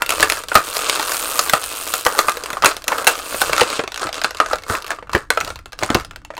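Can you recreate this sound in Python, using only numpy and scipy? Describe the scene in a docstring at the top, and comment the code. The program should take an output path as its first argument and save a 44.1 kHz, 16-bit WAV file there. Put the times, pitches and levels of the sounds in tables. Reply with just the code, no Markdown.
"""A stiff clear plastic pack is pulled and pressed by hand, close up in a small, full room.
Dents pop through as dying sine cycles with sharp noise cracks; the loudest overload the input.
Between them the seam peels in trains of tiny stick-slip clicks, under strokes of the hands.
Both ring the shell's crowded modes and the room; soft knocks, low rumble and still air lie below."""
import sys
import numpy as np
from scipy import signal
from scipy.fft import rfft, irfft
from scipy.io import wavfile

SR = 44100
rng = np.random.default_rng(int(sys.argv[2]) if len(sys.argv) > 2 else 0)


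def pcm_store(signal):
    """Save signal as 16-bit PCM."""
    levels = np.round(np.clip(np.atleast_2d(signal), -1, 1) * 32767)
    wavfile.write(sys.argv[1], SR, levels.astype(np.int16).T)


def rack_gain(trim_db):
    """Turn a fader trim in dB into the linear factor to multiply a signal by."""
    fader = np.asarray(trim_db, float)
    return 10 ** (fader / 20)


N = 282091  # length in samples

# Colour of the still room air. Each row: frequency in Hz, relative density in dB.
AIR_COLOUR = [(150, -3), (300, 48.5), (700, -3), (1400, -47), (4000, -76), (16000, -47)]
AIR_DB = -59  # rms

# Arms shifting against the table. Each row: peak time in seconds, peak level in dB.
SWAYS = [(.23, -37), (.55, -45), (1.51, -45), (2.62, -45), (3.49, -38), (4.05, -50), (4.54, -40.5),
         (5.15, -39.5), (5.52, -36), (5.97, -32.5), (6.15, -40)]
REST_DB, SWAY_RISE_DB_PER_S, SWAY_FALL_DB_PER_S = -49.5, 86, 96

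# The pack knocking against hands and table. Each row: time in seconds, level in dB, pitch in Hz.
THUDS = [(0.19, -23.5, 318), (0.546, -11, 78), (1.527, -23.5, 165), (2.061, -35, 160), (2.638, -24, 360),
         (3.069, -34, 328), (3.49, -24, 308), (3.606, -18, 369), (3.787, -29.5, 365), (4.234, -47, 379.3),
         (4.042, -21, 306), (4.693, -16, 90), (5.14, -8, 363), (5.42, -25, 90), (5.82, -16.5, 326.7),
         (5.895, -12.5, 240), (5.942, -7, 347)]

# How long the room rings. Each row: frequency in Hz, t60 in seconds.
ROOM_DECAY = [(300, 0.13), (1500, 0.21), (5000, 0.18), (12000, 0.083)]

# Crowds of close modes in the shell. Each row: centre in Hz, width in Hz, relative level in dB,
# t60 in seconds.
SHELL_MODES = [(460, 220, 4.5, 0.039), (820, 360, -8.5, .07), (1300, 170, -0.5, 0.1), (2660, 183, 5, 0.066),
               (4540, 290, -44, 0.013), (8240, 4900, 1, 0.031)]

# Thin film sounds airy, the stiff shell dull. 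Each row: time in seconds, airiness in dB.
AIRINESS = [(0, -7.5), (.5, -7), (.75, -3), (.92, -13.5), (1.1, 0), (1.45, -0.5), (1.56, -4), (1.95, -0.5),
            (2.2, -3.5), (2.6, -10), (3.05, -5), (3.2, -6), (3.38, -1.5), (3.6, -15), (3.8, -17),
            (4.4, -18.5), (4.71, -7.5), (4.9, -14.5), (5.4, -11.5), (6.4, -16.5)]

# Hands pulling or crumpling the pack. Each row: start in seconds, length in seconds,
# first level in dB, last level in dB, extra push on the shell in dB.
STROKES = [(-.05, .07, -52, -50, 16), (0.077, 0.32, -28, -32, 0), (.47, 0.12, -37, -40, 1),
           (0.612, .35, -33.5, -24, -0.5), (0.971, 0.51, -29, -30, 0.5), (1.507, .5, -33.5, -31, -1.5),
           (2.042, 0.27, -34, -36, 6), (2.31, .27, -41.5, -42, 6), (2.858, 0.16, -39.5, -34.5, 8.5),
           (3.133, .36, -40, -29.5, -1), (3.505, 0.12, -37, -31, 2.5), (3.64, 0.13, -32.5, -31, -1),
           (3.983, 0.058, -38, -28.5, 7.5), (4.125, 0.055, -26, -33, 1.5), (4.248, 0.27, -64, -34, 7),
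           (4.642, 0.063, -51, -28.5, 5.5), (4.7, 0.066, -29, -32, 8.5), (4.848, 0.078, -51, -38.5, 8),
           (5.107, 0.027, -50, -44.5, 12), (5.321, 0.18, -53, -39, 4), (5.774, 0.082, -42, -32, 3),
           (5.88, 0.084, -41, -39.5, 13.5), (6.33, .07, -68, -54, 6)]
GRIP_S, LET_GO_DB_PER_S = 0.028, 330  # a stroke sets in fast and dies away evenly

# Every snap shakes loose a spray of smaller slips, big snaps more than their share.
SPRAY_DB, SPRAY_GROWTH, SPRAY_FALL_DB_PER_S = -30, 1.215, 275  # growth is an exponent on power
SPRAY_PUSH_DB = 4  # the spray works the shell harder than the film
POP_TO_FILM = 0.38  # share of a pop's power that shakes the thin film
STRAIN_DB, STRAIN_RISE_DB_PER_S = 4.5, 705.5  # a stroke creaks louder just before a snap

# How fast the seam lets go. Each row: time in seconds, slips per second.
PEEL_RATE = [(0, 81.4), (.75, 99), (.87, 130), (1.05, 108.3), (2.0, 98.2), (3.2, 193), (3.8, 280),
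             (4.0, 76.4), (6.4, 58.8)]

# Colour of the film's crackle. Each row: frequency in Hz, relative gain in dB.
FILM_COLOUR = [(2200, 7), (4200, 2.5), (5200, 3.5), (8500, 16.5), (14500, 1.5), (16500, -14)]
PLACES = 7  # spots on the pack, each with its own ring
BEND_SPREAD = 0.1  # the bending pitch varies by up to this share either way between places

# Dents popping through. Each row: time in seconds, pop pitch in Hz, pop peak in dB, crack peak in dB.
SNAPS = [(.021, 1410, -3.5, -5.5), (0.0628, 1420, -26, -8.5), (.093, 990, -22, -4), (.1057, 1340, -11, -3),
         (.1214, 1265, -7.5, -11), (0.1991, 1130, -9, -6.5), (.206, 1040, -22, -4), (0.223, 1420, -11, -19),
         (0.2282, 1710, 1.5, 4.5), (0.2997, 1290, -11, -2.5), (0.3216, 1815, -9.5, -1.5),
         (0.371, 1670, -16.5, -16), (0.437, 1300, -21.5, -18), (0.485, 1560, -22.5, -14),
         (0.4958, 410, -37, -21.5), (.5176, 1420, -6, -26), (0.5537, 1262, 9.5, 6.5),
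         (0.651, 1380, -33, -25), (0.7507, 1230, -21, -15), (0.7592, 1200, -17, -19),
         (0.7677, 666, -13.5, -7), (.791, 1250, -14, -17), (.814, 1270, -15.5, -17.5),
         (0.897, 1160, -20, -1), (0.9575, 1370, -20, -17), (0.9966, 870, -7.5, -6.5),
         (1.0279, 1390, -16.5, -12), (1.077, 1070, -19, -14), (1.094, 1090, -16, -17),
         (1.1197, 1500, -10, -11.5), (1.1448, 1280, -16, -15), (1.169, 1420, -25, -13.5),
         (1.1962, 870, -22, -15), (1.357, 1225, -15, -18), (1.3924, 1250, -2.5, -1.5),
         (1.4625, 1270, -16, -26), (1.4966, 1610, -9.5, -5), (1.5352, 1280, 4.5, -1.5),
         (1.6397, 930, -23, -12.5), (1.712, 1206, -26, -24), (1.7814, 1260, -40, -23),
         (1.8111, 1250, -26, -20), (1.8756, 673.7, -29, -15.5), (1.9389, 1353, -6.5, -6),
         (1.954, 960, -35, -14), (1.9935, 1030, -33, -26), (2.051, 1410, -37, -9), (2.0648, 1093, 3.5, -6),
         (2.1243, 460, -18, -20), (2.15, 837, -16, -19), (2.19, 1203, 2, 3), (2.2837, 1200, -1, -12),
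         (2.2952, 1234, -25, -9), (2.3194, 500, -21.5, -13), (2.371, 460, -15.5, -14),
         (2.4374, 470, -19.5, -13), (2.4598, 1080, -18.5, -14), (2.5036, 1400, -15, -11.5),
         (2.531, 385, -15, -13.5), (2.5703, 1185, -9, -30), (2.623, 1300, -9, -11),
         (2.6302, 1250, -5.5, -19), (2.638, 1100, -1, -22), (2.6461, 1430, 4.5, 3),
         (2.6585, 1360, -6.5, 9.5), (2.7142, 1300, -19, -19), (2.7672, 460, -19.5, -12),
         (2.821, 1068, -29, -25), (2.842, 660, -27, -17), (2.881, 1960, -9.5, -3.5),
         (2.9194, 990, -7.5, -17), (2.9263, 1277, -5.5, -32), (2.983, 1208, -12, -13.5),
         (3.0454, 630, -23, -12), (3.0693, 1620, 1.5, 4), (3.0738, 885, -3, 8.5), (3.154, 1252, -17, -18),
         (3.1795, 494.6, -21.5, -19), (3.1904, 523, -19, -16), (3.198, 1250, -19.5, -22.5),
         (3.3239, 475, -20, -25), (3.3447, 515, -10.5, -25), (3.4172, 1490, -1.5, -1),
         (3.496, 530, -7.5, -25), (3.532, 1330, -4, -1.5), (3.5645, 1180, -25, -8),
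         (3.5803, 1344, -7, -3.5), (3.5973, 1300, -6, -9), (3.61, 537, -26, 0.5), (3.6147, 465, 2.5, -4.5),
         (3.6335, 1140, -18, -8), (3.702, 864, -22, -9), (3.7289, 1250, -11.5, -15), (3.7936, 403, -4, -27),
         (3.838, 440, -14.5, -22), (3.877, 517, -15, -15.5), (3.9201, 1460, -23, -16),
         (3.9437, 1390, -24, -15.5), (3.9602, 1520, -23.5, -15), (3.9766, 1520, -21, -11),
         (3.996, 425, -29, -15), (4.02, 396, -15, -15), (4.0699, 1220, -15, -16), (4.091, 666, -17, -17),
         (4.1289, 1510, -21.5, -11), (4.144, 1440, -28, -14), (4.1799, 1511, -23, -14.5),
         (4.2164, 1530, -13.5, -10), (4.238, 1470, -25, -9.5), (4.245, 1472, 0, -2),
         (4.3082, 1470, -20, -13.5), (4.348, 1500, -20, -16.5), (4.371, 1300, -25, -16),
         (4.385, 1420, -34, -22), (4.4015, 1250, 2, -7), (4.4615, 1540, -16, -14), (4.5114, 1330, -13, -24),
         (4.533, 1355, -3.5, -13), (4.5575, 1359, -18, -15.5), (4.5849, 2252, -26, -20),
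         (4.622, 505, -32, -27), (4.6362, 2180, -22.5, -20.5), (4.699, 1180, -9.5, -23),
         (4.7519, 1810, -7, -13.5), (4.823, 975, -32, -18.5), (4.845, 1190, -21.5, -20),
         (4.8654, 1340, -28, -16), (4.8716, 400, -32, -22), (4.8797, 1760, -26, -17),
         (4.9055, 1620, -9, -11), (4.916, 1465, -11.5, -17), (4.963, 1210, -32, -32),
         (4.987, 1160, -19, -42), (5.026, 480, -21.5, -52), (5.072, 1340, -29, -43),
         (5.0951, 1180, -16.5, -28), (5.117, 1300, -39, -28), (5.133, 1000, -10.5, -14),
         (5.1503, 1740, 2, -9), (5.1623, 412.3, -7.5, -28), (5.1784, 1300, -27, -19),
         (5.3038, 1500, -2.5, 0.5), (5.3741, 1327, -4.5, -16.5), (5.404, 1270, -17, -12),
         (5.4109, 1360, -11, -8), (5.4479, 1380, -24, -14), (5.477, 1317, -18, -19),
         (5.5035, 1368, -18, -17.5), (5.5582, 1060, -26, -19.5), (5.5904, 1380, -32, -26),
         (5.6585, 1380, -24.5, -20.5), (5.7222, 1210, -30, -26), (5.7309, 1620, -22.5, -22),
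         (5.79, 1300, -21, -17), (5.8262, 597, -7, -31), (5.8337, 1025, -9.5, -6), (5.8915, 1300, -14, -29),
         (5.903, 303, -7.5, -9.5), (5.9466, 313, -17, -3), (5.95, 1050, -1, -6),
         (5.999, 1300, -19.5, -18.5), (6.009, 1300, -32, -22), (6.017, 1300, -37, -30),
         (6.0486, 1394, -26, -19.5), (6.1105, 1390, -24.5, -23), (6.134, 1390, -36, -41),
         (6.1603, 1390, -27.5, -20.5), (6.2177, 1455, -37, -44), (6.2492, 887, -29, -25),
         (6.304, 626, -17, -59), (6.338, 566, -27, -43), (6.352, 1400, -47, -30.5),
         (6.3685, 870, -26, -21.5), (6.379, 980, -18.5, -21), (6.3932, 1300, -9, -36)]
SIZZLE_DB, SIZZLE_FOLLOWS = 2.5, 0.8  # level over the crack, and dB per dB of airiness


def evened(x):
    """Scales to rms 1."""
    return x / np.sqrt(np.mean(x ** 2) + 1e-20)


def read(points, hz):
    """Reads a table along straight lines on a log-frequency axis."""
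    f, value = np.transpose(points)
    return np.interp(np.log(hz + 1), np.log(f + 1), value)


def band(x, low_hz, high_hz, order=2):
    """Causal band-pass along the last axis."""
    edges = [low_hz, min(high_hz, 0.49 * SR)]
    return signal.sosfilt(signal.butter(order, edges, "bandpass", fs=SR, output="sos"), x)


def coloured(x, points):
    """Filters x by a table of gains over frequency."""
    gain = rack_gain(read(points, np.fft.rfftfreq(len(x), 1 / SR)))
    return irfft(rfft(x) * gain, len(x))


def add(mix, s, sound):
    """Mixes a sound in at a time."""
    part = mix[round(s * SR):][:len(sound)]
    part += sound[:len(part)]


def still_air():
    """Steady coloured noise of the room at rest."""
    return rack_gain(AIR_DB) * evened(coloured(rng.standard_normal(N), AIR_COLOUR))


def rumble():
    """Low lumpy noise from arms and table, swelling with each shift of weight."""
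    t = np.arange(N) / SR
    power = rack_gain(REST_DB) ** 2
    for s, db in SWAYS:
        slope_db = np.minimum(SWAY_RISE_DB_PER_S * (t - s), SWAY_FALL_DB_PER_S * (s - t))
        power = power + rack_gain(db + slope_db) ** 2
    return np.sqrt(power) * evened(band(rng.standard_normal(N), 4.6, 79.5))


def thuds():
    """Soft low knocks: a few quickly damped cycles with lumpy noise."""
    t, out = np.arange(4000) / SR, np.zeros(N)
    envelope = np.exp(-t / 0.011) * (1 - np.exp(-t / 0.0019))
    for s, db, hz in THUDS:
        lumps = evened(band(rng.standard_normal(len(t)), 62, 420))
        body = 0.75 * np.sin(2 * np.pi * hz * t) + 0.81 * lumps
        add(out, s + 0.00725, rack_gain(db) * body * envelope)
    return out


def room(x, level_db=-14.0):
    """Diffuse tail of dense reflections, each band dying at its own speed."""
    taps = rng.standard_normal(16384) * (np.arange(16384) > 90)  # silent for the first 2 ms
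    hz, t, z = signal.stft(taps, SR, nperseg=256)
    decay = rack_gain(-60 * t / read(ROOM_DECAY, hz)[:, None])
    tail = signal.istft(z * decay, SR, nperseg=256)[1]
    return x + rack_gain(level_db) * signal.oaconvolve(x, tail / np.linalg.norm(tail))[:N]


def shell(x, ring_db=-35):
    """The blow itself plus the ring of this place: each crowd of modes beats and dies."""
    t = np.arange(5000) / SR
    ring = np.zeros(len(t))
    for hz, width, db, t60 in SHELL_MODES:
        modes = evened(band(rng.standard_normal(len(t)), hz - width / 2, hz + width / 2, order=1))
        ring += rack_gain(db - 60 * t / t60) * modes / np.sqrt(t60 * SR / width)
    return x + rack_gain(ring_db) * signal.oaconvolve(x, ring)[:N]


def airiness(t):
    """How thin the plastic under the fingers is, in dB of treble."""
    return np.interp(t, *np.transpose(AIRINESS))


def effort():
    """Gains of the crackle in film and shell: hand strokes, plus strain and spray around each snap."""
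    t = np.arange(N) / SR
    power = np.full((2, N), 1e-9)  # rows: film, shell
    for s, length, first_db, last_db, push_db in STROKES:
        db = np.interp(t, [s, s + length], [first_db, last_db])
        db = db - LET_GO_DB_PER_S * np.maximum(t - s - length, 0)
        grip = np.clip((t - s) / GRIP_S, 0, 1)
        power += (rack_gain(db + np.array([[0], [push_db]])) * grip) ** 2

    kicks = np.zeros((N, 2))  # columns: film, shell
    for s, hz, pop_db, crack_db in SNAPS:
        snap_power = np.array([[POP_TO_FILM, 1]]) * rack_gain(pop_db) ** 2 + rack_gain(crack_db) ** 2
        add(kicks, s, snap_power ** SPRAY_GROWTH)
    spray_keep = rack_gain(-2 * SPRAY_FALL_DB_PER_S / SR)  # power kept per sample
    spray = rack_gain(SPRAY_DB) ** 2 * signal.lfilter([1], [1, -spray_keep], kicks.T)
    spray = spray * rack_gain(np.array([[0], [SPRAY_PUSH_DB]])) ** 2

    # the strain runs backwards in time, so it grows towards each snap
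    strain_keep = rack_gain(-2 * STRAIN_RISE_DB_PER_S / SR)
    strain = rack_gain(STRAIN_DB) ** 2 * signal.lfilter([1], [1, -strain_keep], kicks[::-1, 1])[::-1]
    return np.sqrt(power * (1 + strain) + spray)


def slips(per_s, spread_db, evenness):
    """Stick-slip clicks: the more even the seam, the steadier the gaps; some are larger."""
    count = 24000  # more than fit; the surplus is dropped
    marks = np.cumsum(rng.gamma(evenness, 1 / evenness, count))
    sizes = rack_gain(spread_db * np.minimum(rng.exponential(1, count), 2.5))
    sizes = sizes * rng.choice([-1., 1.], count)
    at = np.searchsorted(np.cumsum(per_s * np.ones(N)) / SR, marks)
    return np.bincount(at[at < N], sizes[at < N], N)


def crackle():
    """Peeling slips over a finer fizz; the bright parts are thin film, the dull part pushes the shell."""
    t, u = np.arange(N) / SR, np.arange(300) / SR
    peel = slips(np.interp(t, *np.transpose(PEEL_RATE)), 1.5, 15)
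    fizz = slips(3000, 6.5, 1.1)
    clicks = evened(peel) + 0.88 * evened(fizz)

    place = rng.integers(0, PLACES, N)  # each click falls on a random place
    bends = 1 + BEND_SPREAD * np.linspace(-1, 1, PLACES)
    film, dull = np.zeros((PLACES, N)), np.zeros((PLACES, N))
    for k, bend in enumerate(bends):
        grain = evened(rng.standard_normal(300) * np.exp(-u / 0.00042))
        torn = signal.oaconvolve(clicks * (place == k), grain)[:N]
        film[k] = coloured(torn, FILM_COLOUR)
        # two broad bending regions of the shell
        dull[k] = band(torn, 1018 * bend, 1573 * bend) + 0.56 * band(torn, 378 * bend, 853 * bend)

    thin, stiff = effort()
    crisp = thin * evened(band(film, 2010, 4840))
    airy = thin * rack_gain(airiness(t)) * evened(band(film, 14900, 24000))
    return (crisp + airy + stiff * evened(dull)) / np.sqrt(PLACES)


def snaps():
    """Each dent pops through as dying cycles with a sharp crack, somewhere on the pack."""
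    t, places = np.arange(2000) / SR, np.zeros((PLACES, N))
    burst = np.exp(-t / 0.00093) + 0.2 * np.exp(-t / 0.0034)  # the crease fails at once, then settles
    spike = 1.07 * (t == 0)  # the first break, one sample long
    pop_decay = np.exp(-t / 0.0024) + 0.15 * np.exp(-t / 0.0091)
    for k, (s, hz, pop_db, crack_db) in enumerate(SNAPS):
        rattle_noise, crack_noise, sizzle_noise = rng.standard_normal((3, len(t)))
        cycles = hz * t
        pop = np.sin(2 * np.pi * cycles) * pop_decay * (1 - np.exp(-cycles / 0.34))
        # neighbouring panels rattle along
        pop += 0.46 * evened(band(rattle_noise, 384, 1740)) * np.exp(-t / 0.0056)
        crack = band(crack_noise * burst + spike, 1720, 5130)
        sizzle = band(sizzle_noise * burst + spike, 4000, 14200)
        sizzle_db = crack_db + SIZZLE_DB + SIZZLE_FOLLOWS * airiness(s)
        layers = (pop_db, pop), (crack_db, crack), (sizzle_db, sizzle)
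        snap = sum(rack_gain(db) * layer / abs(layer).max() for db, layer in layers)
        add(places[k % PLACES], s - 0.0003, snap)
    return places


def scene():
    """Snaps and crackle ring the shell and the room, over knocks, rumble and still air."""
    pack = sum(room(shell(x)) for x in snaps() + crackle())
    return (pack + room(thuds()) + rumble() + still_air())[None]


def top_cut(x):
    """Nothing passes above the cut-off."""
    return signal.sosfilt(signal.butter(12, 16430, fs=SR, output="sos"), x)


def record(dry):
    """The input clips at full scale, then a steep low-pass ends the treble near 16.3 kHz."""
    clipped = np.clip(dry, -1, 1)
    low_pass = signal.firwin(201, 16300, window=("kaiser", 8), fs=SR)
    finished = signal.oaconvolve(clipped, low_pass[None], "same")
    return top_cut(finished)


dry = scene()
out = record(dry)
pcm_store(out)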